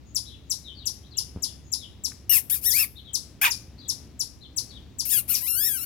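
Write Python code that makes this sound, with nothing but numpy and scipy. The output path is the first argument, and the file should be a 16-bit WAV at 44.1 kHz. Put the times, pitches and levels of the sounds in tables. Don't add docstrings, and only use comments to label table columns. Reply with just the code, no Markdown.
import sys
import numpy as np
from scipy import signal
from scipy.fft import rfft, irfft, next_fast_len
from scipy.io import wavfile
from scipy.ndimage import uniform_filter1d

SR = 44100
rng = np.random.default_rng(int(sys.argv[2]) if len(sys.argv) > 2 else 0)


def int16_out(signal):
    q = np.round(np.clip(np.atleast_2d(signal).T, -1, 1) * 32767)
    wavfile.write(sys.argv[1], SR, q.astype(np.int16))


N = 257984
T = np.arange(N) / SR

# (frequency [Hz], relative level [dB per Hz])
AMBIENCE_COLOUR = [(26, -17.5), (58, 0.5), (105, 2.5), (175, -6), (275, -6), (430, -16), (720, -23),
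                   (1550, -32.5), (3600, -27), (6100, -31), (9100, -42), (15900, -40.5)]
RUMBLE_DB = -49
HUM_HZ, HUM_BASE_DB = 66.8, -55

# (start [s], level [dB], length [s], top pitch [Hz], place of the top in the note [0-1])
BIRD_NOTES = [(0.251, -49, 0.052, 4380, 0.45), (0.301, -53.5, 0.054, 3700, 0.46),
              (0.638, -45.5, 0.085, 4090, 0), (0.744, -51.5, 0.099, 4690, 0.1), (0.814, -56, 0.04, 3630, 0),
              (1.029, -59, 0.05, 4300, 0.98), (1.108, -51, 0.045, 4580, 0.06),
              (1.158, -52.5, 0.0362, 3670, 1), (1.462, -51.5, 0.033, 3640, 0.39),
              (1.779, -48.5, 0.091, 4000, 0.1), (2.954, -48, 0.045, 4030, .42),
              (3.039, -51.5, 0.076, 3960, 0), (3.777, -50.5, 0.05, 4750, 0.3),
              (3.833, -52, 0.034, 4350, 0.05), (4.407, -50, 0.054, 4150, 0.22),
              (4.687, -51, 0.046, 4530, 0.23), (4.737, -51, 0.046, 3930, 0.24)]
SLUR_SHARE = 0.27
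# (start [s], level [dB], length [s])
THIN_NOTES = [(0.052, -64, 0.073), (0.453, -73, 0.037), (1.633, -62, 0.098)]
THIN_HZ = 6700

# (start [s], peak level [dB], centre [Hz], width [Hz], decay [s])
BUMPS_AND_TICK = [(1.3612, -23, 112, 255, 0.035), (1.3719, -26.5, 132, 313, 0.051),
                  (2.119, -37, 2020, 1424, 0.0061)]

# (frequency [Hz], relative level [dB])
GAP_COLOUR = [(1520, -55.5), (2950, -22.5), (3750, -16), (5450, -7.5), (7100, -8), (8600, -5), (10100, 0.5),
              (11650, 7.5), (13100, 4), (14600, 1.5), (15900, -9)]
# (frequency [Hz], relative level [dB])
CAVITY_COLOUR = [(410, -27.5), (920, -5), (1320, -2), (1920, -6), (2480, 3.5), (2880, -6), (3450, -4),
                 (4450, -14.5), (7900, -17)]
# (start [s], attack [s], release [s], time to catch a clean tone [s], time to the break [s],
#           sizzle at the top pitch [dB], sizzle drift over the squeak [dB], mouth tone before the break [dB],
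#           mouth tone after it [dB], roughness before the break [0-1], roughness after it [0-1])
SQUEAKS = [(2.2936, .002, 0.025, 0.0024, 0.025, -13.5, 5.5, -33.5, -31.5, 0.13, 0.63),
           (2.4969, 0.00062, 0.036, 0.016, 0.047, -14, -8.5, -40.5, -44, 0.11, 0.7),
           (2.611, 0.055, .018, 0.043, .152, -5.5, -15, -34.5, -32, 0.13, 0.71),
           (3.4123, 0.0041, 0.022, 0.036, 0.033, -13.5, -19, -23.5, -11.5, 1, 0.6),
           (5.051, 0.00081, 0.025, 0.0184, 0.0715, -20.5, 11, -48.5, -34.5, 0.32, 0.31),
           (5.2759, 0.019, 0.023, 0.03, .044, -17, -1, -41.5, -40, 0.18, 0.62),
           (5.405, .001, .005, 0.022, 0.212, -12.5, -10.5, -36, -39, 0.04, 0.23)]
# (time [s], pitch [Hz])
SQUEAK_PITCH = [
    [(2.2947, 2937), (2.299, 2802), (2.308, 2907), (2.318, 2870), (2.324, 2707), (2.361, 2656),
     (2.388, 1807), (2.412, 1360)],
    [(2.4978, 1317), (2.523, 1767), (2.535, 1940), (2.549, 1670), (2.567, 1210), (2.61, 1006)],
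    [(2.612, 1032), (2.645, 1450), (2.663, 1903), (2.682, 1961), (2.714, 1620), (2.767, 2479),
     (2.786, 2390), (2.797, 2722), (2.833, 2533), (2.862, 1580)],
    [(3.4136, 1453), (3.443, 1785), (3.455, 1310), (3.468, 1188), (3.475, 993), (3.487, 891), (3.505, 1017)],
    [(5.0526, 1677), (5.066, 1460), (5.08, 1260), (5.097, 1438), (5.126, 1935), (5.133, 1712),
     (5.152, 1662), (5.197, 1348), (5.217, 1056)],
    [(5.2765, 927), (5.302, 1415), (5.314, 1485), (5.326, 1263), (5.35, 1168), (5.385, 872), (5.418, 736)],
    [(5.405, 728), (5.427, 960), (5.443, 1002), (5.463, 1003), (5.477, 1258), (5.487, 1391), (5.543, 1376),
     (5.677, 1927), (5.691, 1702), (5.755, 1564), (5.793, 1292), (5.849, 1494)],
]
SIZZLE_DB_PER_OCTAVE, MOUTH_DB_PER_OCTAVE = 13, 14
FADE_DB = 16
BREAK_S = 0.016
SPLIT_DEPTH = 0.6

# (start [s], level before the throat [dB], starting pitch [Hz])
ALARM = [(0.147, -23, 7960), (0.4973, -23, 7980), (0.855, -24, 7860), (1.169, -23.5, 7700),
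         (1.421, -24, 7750), (1.7179, -23.5, 7730), (2.0365, -24, 7820), (2.6995, -24, 8000),
         (3.1324, -22, 8300), (3.4993, -24, 7640), (3.88, -23.5, 8130), (4.192, -24.5, 7760),
         (4.5627, -23, 8260), (4.9849, -24, 7910), (5.335, -24, 7880)]
# (time from its start [s], pitch [Hz])
PLUNGE = [(0, 8000), (.006, 7300), (.012, 6020), (.018, 5450), (.0225, 4830), (.0285, 3450), (.039, 1100),
          (.051, 800)]
# (frequency [Hz], gain [dB])
THROAT = [(1000, -34), (1700, -54.5), (3450, -19.5), (5250, 3.3), (6900, -7), (8400, -10.5), (10300, 3.5),
          (12000, -9), (14200, -10), (15900, -19.5)]
CHIP_ATTACK_S, CHIP_RELEASE_S = 0.0007, 0.0066
CHIP_FLUTTER_DB = 1.2
SCATTER_SPREAD = 0.28

# (frequency [Hz], gain [dB])
RIGHT_MIC_TONE = [(105, -0.9), (620, -2), (1700, 3.5), (2650, -2), (3650, -12.5), (5250, -11.5),
                  (7600, -24.5), (11100, -18), (15900, -25.5)]
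TOP_HZ = 16000


def undb(db):
    return 10 ** (np.asarray(db) / 20)


def unit(x):
    return x / np.sqrt(np.mean(x ** 2) + 1e-18)


def ramp(t, length):
    return np.clip(t / max(length, 1e-4), 0, 1)


def walk(t, rate):
    place = (t - t[0]) * rate
    knots = rng.standard_normal(int(place[-1]) + 2)
    return np.interp(place, np.arange(len(knots)), knots)


def play(table):
    s, *columns = np.transpose(table)
    t = np.arange(s[0], s[-1], 1 / SR)
    return (t, *(np.interp(t, s, c) for c in columns))


def add(out, start, x):
    i = max(int(start * SR), 0)
    out[i:i + len(x)] += x[:max(N - i, 0)]


def colour(x, points):
    hz, db = np.transpose(points)
    size = next_fast_len(x.shape[-1] + 2048)
    f = np.maximum(np.fft.rfftfreq(size, 1 / SR), 1)
    gain = undb(np.interp(np.log(f), np.log(hz), db))
    return irfft(rfft(x, size) * gain, size)[..., :x.shape[-1]]


def resonate(x, hz, width):
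    return signal.lfilter(*signal.iirpeak(hz, hz / width, fs=SR), x)


def yard(x, early_db, late_db, early_s=0.023, late_s=0.058, gap_s=0.0062):
    t = np.arange(SR // 2) / SR
    noise = rng.standard_normal((2, len(t)))
    early = unit(noise[0] * np.exp(-t / early_s) * (t > gap_s))
    late = unit(noise[1] * np.exp(-t / late_s) * (t > 2 * gap_s))
    echoes = undb(early_db) * early + undb(late_db) * late
    return signal.fftconvolve(x, echoes / np.sqrt(len(t)))[:N]


def rumble(side_db=-7.0, swell_db=1.5):
    mid, side = (unit(colour(rng.standard_normal(N), AMBIENCE_COLOUR)) * undb(swell_db * walk(T, 5.7))
                 for _ in range(2))
    return undb(RUMBLE_DB) * (mid + undb(side_db) * side * np.array([[1], [-1]]))


def engine_drone():
    hz = HUM_HZ * (1 + 0.019 * walk(T, 2.97))
    drone = np.sqrt(2) * np.sin(2 * np.pi * np.cumsum(hz) / SR)
    easing_db = np.interp(T, [2.25, 3.25], [3.2, 0])
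    return drone * undb(HUM_BASE_DB + 0.57 * walk(T, 3.86) + easing_db)


def bird_note(hz, quaver):
    t = np.arange(len(hz)) / SR
    phase = 2 * np.pi * np.cumsum(hz * (1 + quaver * walk(t, 300.6))) / SR
    return unit(np.sin(phase) * signal.windows.hann(len(t)) ** 0.33)


def songbirds(warble=0.0473, thin_warble=0.024, direct_db=0.5):
    x = np.zeros(N)
    for start, db, length, top_hz, place in BIRD_NOTES:
        away = abs(np.linspace(0, 1, int(length * SR)) - place)
        hz = top_hz * (1 - SLUR_SHARE * away / away.max())
        add(x, start, undb(db) * bird_note(hz, warble))
    for start, db, length in THIN_NOTES:
        hz = np.full(int(length * SR), THIN_HZ)
        add(x, start, undb(db) * bird_note(hz, thin_warble))
    return np.array([undb(direct_db) * x + yard(x, early_db=1.5, late_db=-2.0, late_s=0.092)
                     for _ in range(2)])


def bumps_and_tick():
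    x = np.zeros(N)
    t = np.arange(SR // 10) / SR
    for start, db, hz, width, decay in BUMPS_AND_TICK:
        push = np.exp(-t / 0.0015) + 0.24 * rng.standard_normal(len(t)) * np.exp(-t / decay)
        ring = resonate(resonate(push, hz, width), hz, 2 * width)
        add(x, start, undb(db) * ring / abs(ring).max())
    return x


def gesture(row, pitch):
    attack, release, catch, breaks, sizzle_db, drift_db, mouth_db, broken_mouth_db, rough, broken_rough = row[1:]
    t, hz = play(pitch)
    t = t - t[0]
    octaves = np.log2(hz / hz.max())
    fade_db = FADE_DB * (ramp(t, attack) * ramp(t[-1] - t, release) - 1)
    broken = ramp(t - breaks + BREAK_S / 2, BREAK_S)
    sizzle = sizzle_db + drift_db * t / t[-1] + SIZZLE_DB_PER_OCTAVE * octaves + fade_db
    mouth = mouth_db + (broken_mouth_db - mouth_db) * broken + MOUTH_DB_PER_OCTAVE * octaves + fade_db
    uncaught = 1 - ramp(t, catch) ** 2
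    roughness = np.maximum(rough + (broken_rough - rough) * broken, uncaught)
    return t, sizzle, mouth, roughness, hz


def lip_flutter(t, hz, phase, rough, partial_db=4.0):
    flutter = 0
    for k in np.arange(20) + 1:
        swell = undb(partial_db * walk(t, 67.9))
        partial = np.cos(k * phase + 1.48 * walk(t, 25.54))
        flutter = flutter + swell * partial * (k * hz < SR * 0.42)
    flutter = flutter * np.sqrt(hz / 11000)
    pairs = np.clip(0.5 + walk(t, 35), 0, 1)
    pattern = pairs * np.cos(phase / 2) + (1 - pairs) * np.cos(phase / 3)
    return flutter * (1 + SPLIT_DEPTH * np.clip(4 * rough - 0.6, 0, 1.5) * pattern)


def squeak(row, pitch, jitter=0.0448, waver=0.0071, hiss=1.0, mouth_hiss=0.42):
    t, sizzle_db, mouth_db, rough, hz = gesture(row, pitch)
    rough = np.clip(rough, 0, 1)
    stumble = 0.035 * rough * walk(t, 240)
    wander = waver * walk(t, 90) + stumble + jitter * rough ** 2 * walk(t, 1300)
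    hz = uniform_filter1d(hz, size=300, mode="nearest") * (1 + wander)
    phase = 2 * np.pi * np.cumsum(hz) / SR
    flutter = lip_flutter(t, hz, phase, rough)
    air = rough * rng.standard_normal(len(t)) * (1 + 0.45 * np.cos(phase))
    out = 0
    for points, db, share in ((GAP_COLOUR, sizzle_db, hiss), (CAVITY_COLOUR, mouth_db, mouth_hiss)):
        x = colour(flutter + share * air, points)
        level = np.sqrt(uniform_filter1d(x ** 2, size=300) + 1e-9)
        out = out + x / level * undb(db)
    sputter = undb(2 * rough * walk(t, 650))
    soft_ends = np.clip(np.minimum(t - t[0], t[-1] - t) / 0.0021, 0, 1)
    return out * sputter * soft_ends


def squeaks(lag_s=0.00006, hand_s=0.00035, right_direct_db=0.5, hand_db=-2.0, turn_hz=1380, turn_width_hz=230):
    left = np.zeros(N)
    for row, pitch in zip(SQUEAKS, SQUEAK_PITCH):
        add(left, row[0], squeak(row, pitch))
    direct = undb(right_direct_db) * np.roll(left, int(lag_s * SR))
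    off_hand = undb(hand_db) * np.roll(left, int((lag_s + hand_s) * SR))
    right = direct + off_hand
    right = right - 2 * resonate(right, turn_hz, turn_width_hz)
    return np.array([port + yard(port, early_db=-8, late_db=-23, early_s=0.012) for port in (left, right)])


def chipmunk(octave_db=-5.0, third_db=-16.0, right_overtones_db=-4.0,
             bounce_db=-1.5, bounce_s=0.0021, right_lag_s=0.00027):
    out = np.zeros((2, N))
    t, plunge_hz = play(PLUNGE)
    envelope = ramp(t, CHIP_ATTACK_S) * ramp(t[-1] - t, CHIP_RELEASE_S)
    throat_hz, throat_db = np.transpose(THROAT)
    for start, chip_db, start_hz in ALARM:
        hz = plunge_hz * start_hz / plunge_hz[0]
        phase = 2 * np.pi * np.cumsum(hz * (1 + 0.014 * walk(t, 370))) / SR
        size = np.sqrt(2) * envelope * undb(chip_db + CHIP_FLUTTER_DB * walk(t, 560))
        db = [np.interp(np.log(k * hz), np.log(throat_hz), throat_db) for k in np.arange(3) + 1]
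        whistle = undb(db[0]) * np.sin(phase)
        octave = undb(octave_db + db[1]) * np.sin(2 * phase)
        third = undb(third_db + db[2]) * np.sin(3 * phase) * (hz < SR / 7)
        bright = ramp(hz - 2300, 1300)
        overtones = bright * (octave + third)
        scatter = bright * undb(-SCATTER_SPREAD * np.maximum(db[0], -20))
        for port, shade_db, arrival in zip(out, (0, right_overtones_db), (start, start + right_lag_s)):
            x = size * (whistle + undb(shade_db) * overtones)
            add(port, arrival, x)
            add(port, arrival + bounce_s, undb(bounce_db) * x)
            add(port, arrival, yard(x * scatter, early_db=-1.5, late_db=-9.5))
    return out


def scene():
    return rumble() + engine_drone() + songbirds() + bumps_and_tick() + squeaks() + chipmunk()


def record(dry):
    ports = np.array([dry[0], colour(dry[1], RIGHT_MIC_TONE)])
    ports = np.clip(ports, -0.75, 0.75)
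    return signal.sosfilt(signal.ellip(10, 0.2, 80, TOP_HZ, fs=SR, output="sos"), ports)


dry = scene()
out = record(dry)
int16_out(out)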